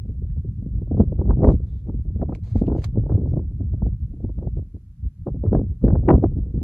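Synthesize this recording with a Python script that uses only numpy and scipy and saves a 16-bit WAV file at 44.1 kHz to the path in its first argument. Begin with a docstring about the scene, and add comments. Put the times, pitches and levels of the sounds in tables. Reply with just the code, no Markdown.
"""On a bare gravel hill, gusty wind buffets the two microphone ports of a hand-held camera.
Frozen turbulence swept past the ports makes rumble, roar and buffets: the faster it passes, the higher it sounds.
Air at the port edges hisses and a port cavity whistles; the camera sums its bass to mono.
A shoe scuffs the gravel as bursts of dense grains, which also make three puffs of wind hiss at the left port.
A few stones click as short rings with noisy cracks, over the steady noise of the microphones themselves."""
import sys
import numpy as np
from scipy import signal
from scipy.fft import rfft, irfft
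from scipy.io import wavfile
from scipy.ndimage import uniform_filter1d, map_coordinates

SR = 44100
rng = np.random.default_rng(int(sys.argv[2]) if len(sys.argv) > 2 else 0)


def wav_record(signal):
    """Record a signal, one row per channel, as 16-bit PCM in the file named by sys.argv[1]."""
    frames = np.transpose(np.atleast_2d(signal))
    bounded = np.clip(frames, -1, 1)
    # unit amplitude maps onto the largest positive 16-bit level
    quanta = np.round(bounded * 32767).astype(np.int16)
    wavfile.write(sys.argv[1], SR, quanta)


N = 292383


def gain_of(db):
    """Level: decibels to an amplitude factor."""
    return 10 ** (np.asarray(db) / 20)


def evened(x):
    """Normalization: scales x to rms 1."""
    return x / np.sqrt(np.mean(x ** 2) + 1e-20)


def band(x, lo_hz, hi_hz, order=2):
    """Band limitation: Butterworth band-pass."""
    return signal.sosfilt(signal.butter(order, [lo_hz, hi_hz], "band", fs=SR, output="sos"), x)


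def low_cut(x, cut_hz, order):
    """High-pass filtering: Butterworth attenuation below the cutoff."""
    return signal.lfilter(*signal.butter(order, cut_hz, "high", fs=SR), x)


def coloured(x, points):
    """Spectral shaping: filters x by a (frequency [Hz], gain [dB]) table, interpolated over log frequency."""
    hz, db = np.transpose(points)
    f = np.fft.rfftfreq(x.shape[-1], 1 / SR)
    gain = gain_of(np.interp(np.log(f + 1), np.log(hz), db))
    return irfft(rfft(x) * gain, x.shape[-1])


def steadied(x, lo_hz, hi_hz, size):
    """Level equalization: divides x by its slow rms in one band."""
    power = uniform_filter1d(band(x, lo_hz, hi_hz) ** 2, size)
    return x / np.sqrt(abs(uniform_filter1d(power, size)) + 1e-9)


def wobble(fastest_hz):
    """Random modulation: smooth narrow-band noise of rms 1."""
    return evened(band(rng.standard_normal(N), fastest_hz / 4, fastest_hz, order=4))


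def add(mix, s, sound):
    """Superposition: mixes a sound in, starting at time s."""
    part = mix[..., round(s * SR):][..., :sound.shape[-1]]
    part += sound[..., :part.shape[-1]]


# Spectrum of the microphones' own noise: (frequency [Hz], relative density [dB per Hz])
HISS_SPECTRUM = [(200, 10), (600, 19), (1400, 23), (3000, 16), (6200, 14), (9000, 9.6), (11000, 17),
                 (13000, 6.8), (15000, 7.7)]
HISS_DB = -77.5  # rms in each channel


def hiss():
    """Self-noise: each microphone has its own independent coloured noise."""
    return gain_of(HISS_DB) * evened(coloured(rng.standard_normal((2, N)), HISS_SPECTRUM))


# Stones knocking together:
# (time [s], ring level before panning [dB], ring frequency [Hz], crack level relative to the ring [dB])
STONE_KNOCKS = [(0.301, -53, 1730, -25), (0.316, -64, 1810, -25), (1.87, -59, 2150, -11),
                (2.3502, -33.5, 2330, -13), (2.67, -43.5, 2730, -15), (2.7901, -48, 2920, -5),
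                (2.82, -43.5, 1890, -5.5), (2.837, -44, 2540, -4.5), (2.8424, -33, 1880, 2.5),
                (2.8429, -43.5, 3400, -0.5)]
# Spectrum of stone cracks and of grains: (frequency [Hz], relative density [dB per Hz])
GRAIN_SPECTRUM = [(700, 7), (1500, -6), (2100, -2.5), (2900, -9), (3500, -7.5), (4200, -6.5), (4900, -6.5),
                  (5400, -16.5), (6300, -9.5), (7400, -14.5), (8400, -17.5), (9300, -21), (15000, -31.5)]
CRACK_T60_S, RING_T60_S = 0.048, 0.0057  # times to decay by 60 dB


def stones():
    """Impact excitation: a damped sinusoidal ring and a decaying crack of noise, a little to the right."""
    out, t = np.zeros((2, N)), np.arange(2000) / SR
    pan_db = np.array([[-1.5], [1.5]])
    noises = rng.standard_normal((len(STONE_KNOCKS), 2, 2000))
    for (s, ring_db, hz, crack_db), noise in zip(STONE_KNOCKS, noises):
        onset = np.minimum(t / 0.00025, 1)
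        ring = np.sin(2 * np.pi * hz * t) * gain_of(-60 * t / RING_T60_S) * onset
        crack = evened(coloured(noise, GRAIN_SPECTRUM)) * gain_of(crack_db - 60 * t / CRACK_T60_S)
        add(out, s, gain_of(ring_db + pan_db) * (ring + crack))
    return out


# A shoe dragging over grit; the last three rows are puffs of wind hiss at the left port, made with the
# same grains:
# (start [s], swell time [s], hold time [s], level before a common 2 dB lift [dB],
#  loudest colour [Hz], emphasis of that colour before normalization [dB], left minus right [dB])
SCUFFS_AND_PUFFS = [(1.423, 0.048, 0.057, -60.5, 4900, 1, 1), (1.654, 0.016, 0.13, -73.5, 3590, 11, -1),
                    (2.302, 0.044, 0.0064, -64, 2400, 12, -3),
                    (2.421, 0.017, 0.085, -61.5, 4030, 3.5, -3.5),
                    (2.529, 0.031, 0.038, -58, 2910, 0, -5.5), (2.629, 0.036, 0.011, -68.5, 2680, 16, -9),
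                    (2.705, 0.077, 0.015, -60.5, 2860, 5, -0.5),
                    (2.794, 0.04, 0.0079, -52.5, 6900, -2, -3.5),
                    (3.079, 0.018, 0.043, -73.5, 5300, 3, 6.5), (3.229, 0.062, 0.025, -73, 5460, 12, 8),
                    (5.829, .02, 0.025, -68.5, 4470, 5.5, 9)]
SWELL_DB, FALL_DB_PER_S = 24, 402.5  # rises through this range; dies away at this rate after the hold
COLOUR_OCTAVES = .15  # distance from the loudest colour at which its emphasis falls to 1/e
GRAINS_PER_S = 9000  # in each of two independent streams


def scuffs_and_puffs():
    """Granular synthesis: a dense random train of impulses of many sizes, each burst with its own colour."""
    out, t = np.zeros((2, N)), np.arange(16384) / SR
    hz = np.geomspace(500, 15000, 60)
    for s, swell, hold, db, loudest_hz, emphasis_db, pan_db in SCUFFS_AND_PUFFS:
        chance, sign, heavy = rng.random(size=(3, 2, len(t)))
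        weight = gain_of(-2.5 * np.log(heavy + .02))
        impulses = weight * (chance < GRAINS_PER_S / SR) * np.sign(sign - .5)
        shared = impulses + 0.4 * impulses[::-1]  # each side also hears the other's grains
        octaves = np.log2(hz / loudest_hz)
        emphasis = np.transpose([hz, emphasis_db * np.exp(-(octaves / COLOUR_OCTAVES) ** 2)])
        grains = evened(coloured(coloured(shared, GRAIN_SPECTRUM), emphasis))
        swell_db = SWELL_DB * np.minimum(t / swell - 1, 0)
        fall_db = FALL_DB_PER_S * np.maximum(t - swell - hold, 0)
        level = gain_of(db + swell_db - fall_db) * np.minimum(t / 0.007, 1)
        sides = gain_of(2.0 + pan_db * np.array([[.5], [-.5]]))
        add(out, s, sides * level * grains)
    return out


EDDY_HZ = 300  # at unit speed, viscosity takes 40 dB here


def eddies(slope_db):
    """Frozen turbulence: a random pattern whose smallest whirls are smoothed away by viscosity."""
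    size = 2 ** 19
    hz = np.fft.rfftfreq(size, 1 / SR)
    db = -slope_db * np.log2(1 + hz / 20.) - 40 * (hz / EDDY_HZ) ** 1.063
    return evened(irfft(rfft(rng.standard_normal(size)) * gain_of(db), size))


def swept(pattern, speed, start):
    """Convection: the frozen pattern passes a port at a changing speed, which scales its frequencies."""
    place = start * len(pattern) + np.cumsum(speed)
    return map_coordinates(pattern, [place], order=3, mode="grid-wrap", prefilter=False)


# The steady stream: (time [s], rumble [dB], roar [dB]), before the common offsets and surges in stream().
# Rumble is referred to 30-120 Hz and roar to 150-400 Hz.
STREAM_LEVELS = [(0.0, -28, -43), (0.42, -20, -44), (0.55, -27.5, -46), (0.899, -20, -39),
                 (1.109, -19.5, -32), (1.361, -13, -28.5), (1.46, -11.5, -31.5), (1.697, -28, -43),
                 (2.01, -21.5, -41.5), (2.301, -23.5, -41), (2.45, -31.5, -50), (2.551, -19, -42),
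                 (2.577, -1, -36.5), (2.605, -24, -38), (2.79, -22, -35.5), (2.878, -24, -41),
                 (2.948, -17, -36.5), (3.2, -23, -30.5), (3.379, -21.5, -38), (3.559, -25, -44),
                 (3.861, -17, -39.5), (4.0, -25.5, -52), (4.38, -25.5, -41), (4.599, -20.5, -45),
                 (4.649, -33, -51.5), (4.951, -42, -65.5), (5.06, -21.5, -61), (5.119, -39.5, -63.5),
                 (5.298, -29.5, -54), (5.539, -18.5, -37), (5.7, -27, -42), (5.791, -33.5, -50),
                 (5.851, -10.5, -37.5), (6.04, -19.5, -29), (6.304, -20, -32.5), (6.63, -22.5, -37)]


def curve(axis):
    """Slow level variation: one column of the stream table as a smooth line, sample by sample."""
    rows = np.transpose(STREAM_LEVELS)
    return uniform_filter1d(np.interp(np.arange(N) / SR, rows[0], rows[axis]), size=600)


# Strong eddies:
# (peak time [s], peak level before a common 3.5 dB lift [dB], treble relative to the peak, setting speed [dB])
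STRONG_EDDIES = [(0.057, -38.5, -41.5), (0.094, -31, -40), (0.224, -35.5, -45.5), (0.452, -33.5, -41),
                 (0.627, -37, -37.5), (0.665, -30, -37.5), (0.79, -45, -30), (0.82, -32, -33),
                 (0.876, -37.5, -34.5), (0.915, -25, -21.5), (0.946, -25.5, -31.5), (0.978, -25.5, -26),
                 (1.001, -10, -22.5), (1.01, -24, -21.5), (1.125, -29, -23), (1.191, -30, -18.5),
                 (1.216, -25.5, -18), (1.257, -32, -21), (1.281, -28, -23.5), (1.296, -28.5, -18.5),
                 (1.308, -27.5, -10.5), (1.315, -35, -18), (1.372, -25, -30.5), (1.393, -22, -28.5),
                 (1.407, -26.5, -27), (1.421, -22, -19.5), (1.436, -27.5, -18), (1.446, -13, -10.5),
                 (1.473, -16.5, -16), (1.49, -14.5, -14), (1.502, -27.5, -13), (1.513, -27.5, -21),
                 (1.539, -22.5, -30.5), (1.604, -38.5, -30.5), (1.642, -43, -32), (1.874, -37.5, -24),
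                 (1.887, -33.5, -26), (1.903, -33.5, -33.5), (1.943, -34, -33.5), (2.056, -35, -37),
                 (2.163, -32.5, -32.5), (2.199, -36.5, -27), (2.217, -27, -12), (2.228, -25.5, -16.5),
                 (2.293, -28, -15.5), (2.325, -29, -11), (2.558, -22, -23), (2.619, -17.5, -25.5),
                 (2.639, -32.5, -22.5), (2.674, -40, -15), (2.684, -23.5, -26), (2.703, -27, -21),
                 (2.717, -25, -21), (2.731, -28.5, -20), (2.752, -26, -16), (2.763, -33.5, -21.5),
                 (2.784, -29, -19.5), (2.959, -33.5, -20.5), (2.974, -18, -28), (3.037, -38.5, -21.5),
                 (3.064, -32.5, -19.5), (3.097, -28.5, -13), (3.121, -25, -17.5), (3.16, -38, -29),
                 (3.18, -26.5, -25.5), (3.195, -27, -34), (3.219, -31.5, -29.5), (3.234, -27, -38.5),
                 (3.258, -34.5, -18.5), (3.275, -29.5, -31.5), (3.319, -32.5, -31.5), (3.34, -24.5, -29.5),
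                 (3.37, -23.5, -23), (3.394, -31, -24), (3.428, -46, -26), (3.608, -25, -30),
                 (3.74, -29, -32.5), (3.822, -25, -22.5), (3.866, -29, -24), (4.077, -55, -30),
                 (4.141, -38.5, -30.5), (4.169, -48, -28.5), (4.206, -38, -25), (4.246, -29.5, -27),
                 (4.295, -38, -20.5), (4.388, -39, -17), (4.415, -47, -22), (4.429, -35.5, -19),
                 (4.452, -34, -23.5), (4.473, -31.5, -25), (4.572, -36, -24.5), (4.59, -38.5, -29.5),
                 (4.626, -46, -31.5), (4.747, -38.5, -36), (4.774, -49, -39), (5.053, -47.5, -43.5),
                 (5.271, -24, -14), (5.283, -30.5, -20), (5.347, -33, -36.5), (5.372, -32, -40.5),
                 (5.439, -24, -22), (5.451, -27.5, -34.5), (5.464, -32.5, -12), (5.518, -22.5, -30),
                 (5.532, -24.5, -17), (5.55, -15.5, -14), (5.567, -22.5, -22), (5.596, -24.5, -26),
                 (5.617, -28.5, -36), (5.635, -32, -36), (5.715, -37.5, -40), (5.843, -12.5, -22.5),
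                 (5.873, -28, -28), (5.882, -21.5, -12.5), (5.905, -28.5, -13.5), (5.93, -15.5, -45.5),
                 (5.955, -25, -12.5), (6.037, -32, -25.5), (6.055, -34, -28.5), (6.078, -22, -24.5),
                 (6.089, -13, -6), (6.105, -7, -10), (6.116, -30.5, -11), (6.128, -32.5, -12.5),
                 (6.138, -15.5, -17.5), (6.152, -20, -16.5), (6.183, -20, -34), (6.228, -27.5, -28),
                 (6.241, -13.5, -14), (6.319, -34.5, -41.5), (6.357, -48.5, -41.5), (6.387, -29, -38),
                 (6.466, -35.5, -45.5), (6.545, -28.5, -33), (6.578, -25.5, -41), (6.617, -34.5, -27.5)]
HEAVE_DB, HEAVE_S = -16.5, 0.028  # relative to the eddy's table level; time to the crest


def heave():
    """Entrainment: each strong eddy drags a larger whirl behind it, whose rumble swells and dies."""
    s, peak_db, _ = np.transpose(STRONG_EDDIES)
    kicks, t = np.zeros(N), np.arange(9000) / SR / HEAVE_S
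    kicks[(s * SR).astype(int)] = gain_of(HEAVE_DB + peak_db)
    return signal.oaconvolve(kicks, t * np.exp(1 - t))[:N]


SURGE_DB = 3.5  # rms by which rumble and roar surge together


def stream(pattern):
    """Convected turbulence: large whirls drift slowly; small ones flutter and pass faster the louder they roar."""
    rumble = steadied(swept(pattern, np.full(N, .9), .5), 30, 120, size=4000)
    roar_db, flutter = curve(axis=2), wobble(fastest_hz=30.)
    pace = gain_of(.2 * (roar_db + 35) + 1.6 * flutter)
    speed = 1 + 4 * np.tanh(pace / 3)  # bounded below 5
    roar = coloured(swept(pattern, speed, 0), [(30, -5.5), (90, 0.5), (200, -12.5)])
    roar = steadied(roar, 150, 400, size=2500)
    surge_db = SURGE_DB * wobble(fastest_hz=13.78)
    rumble_gain = gain_of(curve(axis=1) - 2.0 + surge_db) + heave()
    roar_gain = gain_of(roar_db - 6.0 + 3.8 * flutter + surge_db)
    return rumble_gain * rumble + roar_gain * roar


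def eddy_speed(treble_db):
    """Frequency scaling by convection: the brighter an eddy, the faster it passes."""
    return 72. / np.clip(-treble_db + 1.5, 9, 55)


# Air stirred around each strong eddy: level relative to its table level, rise and fall times, share of speed
CHURN_DB, CHURN_RISE_S, CHURN_FALL_S, CHURN_PACE = -12, 0.0083, .017, .42


def churn(pattern):
    """Turbulent breakdown: air speeds up towards each strong eddy and crumbles away after it."""
    s, peak_db, treble_db = np.transpose(STRONG_EDDIES)
    t = np.arange(-4000, 4001) / SR
    tent = np.exp(np.where(t < 0, t / CHURN_RISE_S, -t / CHURN_FALL_S))
    size, haste = np.zeros((2, N))
    size[(s * SR).astype(int)] = gain_of(CHURN_DB + peak_db)
    haste[(s * SR).astype(int)] = eddy_speed(treble_db)
    size, haste = (abs(signal.oaconvolve(x, tent, "same")) for x in (size, haste))
    flutter = wobble(fastest_hz=70.)
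    speed = (1.2 + CHURN_PACE * 6 * np.tanh(haste / 6)) * gain_of(1.5 * flutter)
    air = low_cut(swept(pattern, speed, .25), 220., order=2)
    return size * gain_of(3.0 * flutter) * steadied(air, 200, 1400, size=1500)


SMALL_PER_S = 26  # nominal rate of the lesser eddies outside the wakes
SMALL_DB, SMALL_SPREAD_DB = -7.5, 16  # highest peak relative to the roar, before its effect; spread below it
SMALL_TREBLE_DB = -33.5  # mean treble relative to the peak, before the effect of the roar
SMALL_LAW = 0.46  # extra dB of level and of treble per dB of roar
WAKE_FIRST_S, WAKE_LAST_S = .008, .035  # delay range of the eddy trailing each strong one
WAKE_DB, WAKE_DB_PER_S, WAKE_TREBLE_DB = -10.5, -100, -4  # level, its change with delay, and duller treble
SLOWING_S, SMALL_SLOWING_S = .0055, .004  # time scales on which strong and lesser eddies lose speed


def lesser():
    """Eddy cascade: rows for small eddies, one in each slot of time and one in each strong eddy's wake."""
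    count = int(N / SR * SMALL_PER_S)
    when, size, colour = rng.random((count, 3)).T
    s = .05 + (np.arange(count) + when) / SMALL_PER_S * .98
    roar_db = curve(axis=2)[(s * SR).astype(int)]
    effort_db = SMALL_LAW * (roar_db + 38.5)
    peak_db = roar_db + effort_db + SMALL_DB - SMALL_SPREAD_DB * size
    treble_db = SMALL_TREBLE_DB + effort_db + 12 * (colour - .5)
    stray = np.transpose([s, peak_db, treble_db])
    late = WAKE_FIRST_S + (WAKE_LAST_S - WAKE_FIRST_S) * rng.random(len(STRONG_EDDIES))
    change = [late, WAKE_DB + WAKE_DB_PER_S * late, np.full(len(late), WAKE_TREBLE_DB)]
    wake = np.array(STRONG_EDDIES) + np.transpose(change)
    return [(*row, SMALL_SLOWING_S) for row in [*stray, *wake]]


def buffets(pattern):
    """Transient convection: each fast eddy speeds up quickly to its peak and then slows down, so its pitch
    rises and then falls."""
    lead = .04  # s before the peak
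    out, t = np.zeros(N), np.arange(7000) / SR - lead
    edges = signal.windows.tukey(len(t), .3)
    rows = [*lesser(), *[(*row, SLOWING_S) for row in STRONG_EDDIES]]
    for (s, peak_db, treble_db, slowing), start in zip(rows, rng.random(len(rows))):
        age = t / np.where(t < 0, .0016 + .25 * slowing, slowing)
        speed = eddy_speed(treble_db) * (.4 + 0.6103 / (1 + 0.5 * abs(age) ** 2.205))
        eddy = low_cut(swept(pattern, speed, start), 130., order=1)
        eddy = eddy * edges * np.exp(-(age / np.where(t < 0, 1.7, 2.6)) ** 2)
        # a dull eddy is scaled by its thump
        size = max(abs(band(eddy, 392.3, 1900)).max(), 0.4 * abs(eddy).max())
        add(out, s - lead, gain_of(peak_db + 3.5) * eddy / size)
    return out


# Spectrum of the fine hiss of air at the ports: (frequency [Hz], relative density [dB per Hz])
RUSH_SPECTRUM = [(300, -26.5), (800, -5), (1300, -2.5), (1600, -21), (2200, -23.5), (4000, -33.5),
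                 (7500, -39.5), (10000, -39.5), (15000, -40)]
PORT_HZ = 11000  # resonance of the cavity before the membrane


def wind():
    """Flow noise: turbulence with more treble at the windward left port, plus edge hiss and cavity resonance."""
    pattern = eddies(slope_db=-0.5)
    mid = buffets(pattern) + churn(pattern) + stream(pattern)
    side = coloured(mid, [(300, -35.0), (700, -15.5), (1100, -8.0), (2500, -3.5)])
    press = np.sqrt(abs(uniform_filter1d(band(mid, 150, 1000) ** 2, size=600)))
    lasting = uniform_filter1d(press, size=3000) ** 1.19
    whistle = evened(band(rng.standard_normal(N), PORT_HZ - 300, PORT_HZ + 300))
    rush = evened(coloured(rng.standard_normal((2, N)), RUSH_SPECTRUM))
    ports = np.array([mid + side, mid - side])
    return ports + gain_of(-60.5) * press * whistle + gain_of(-39.5) * lasting * rush


def scene():
    """Linear superposition: all sources add at the two ports."""
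    return wind() + scuffs_and_puffs() + stones() + hiss()


EDGE_HZ = 15700  # upper band limit of the camera


def record(dry):
    """Transduction: bass cut against rumble, soft overload, bass summed to mono, band limit."""
    cut = signal.sosfilt(signal.butter(4, 50., "high", fs=SR, output="sos"), dry)
    left, right = cut / (1 + abs(cut) ** 4) ** .25  # peaks bend just under full scale
    side = coloured((left - right) / 2, [(450, -100), (620, -28.5), (950, 0.5)])
    pair = (left + right) / 2 + np.array([side, -side])
    low_pass = signal.firwin(511, EDGE_HZ, window=("kaiser", 9), fs=SR)
    return signal.oaconvolve(pair, low_pass[None], "same")


dry = scene()
out = record(dry)
wav_record(out)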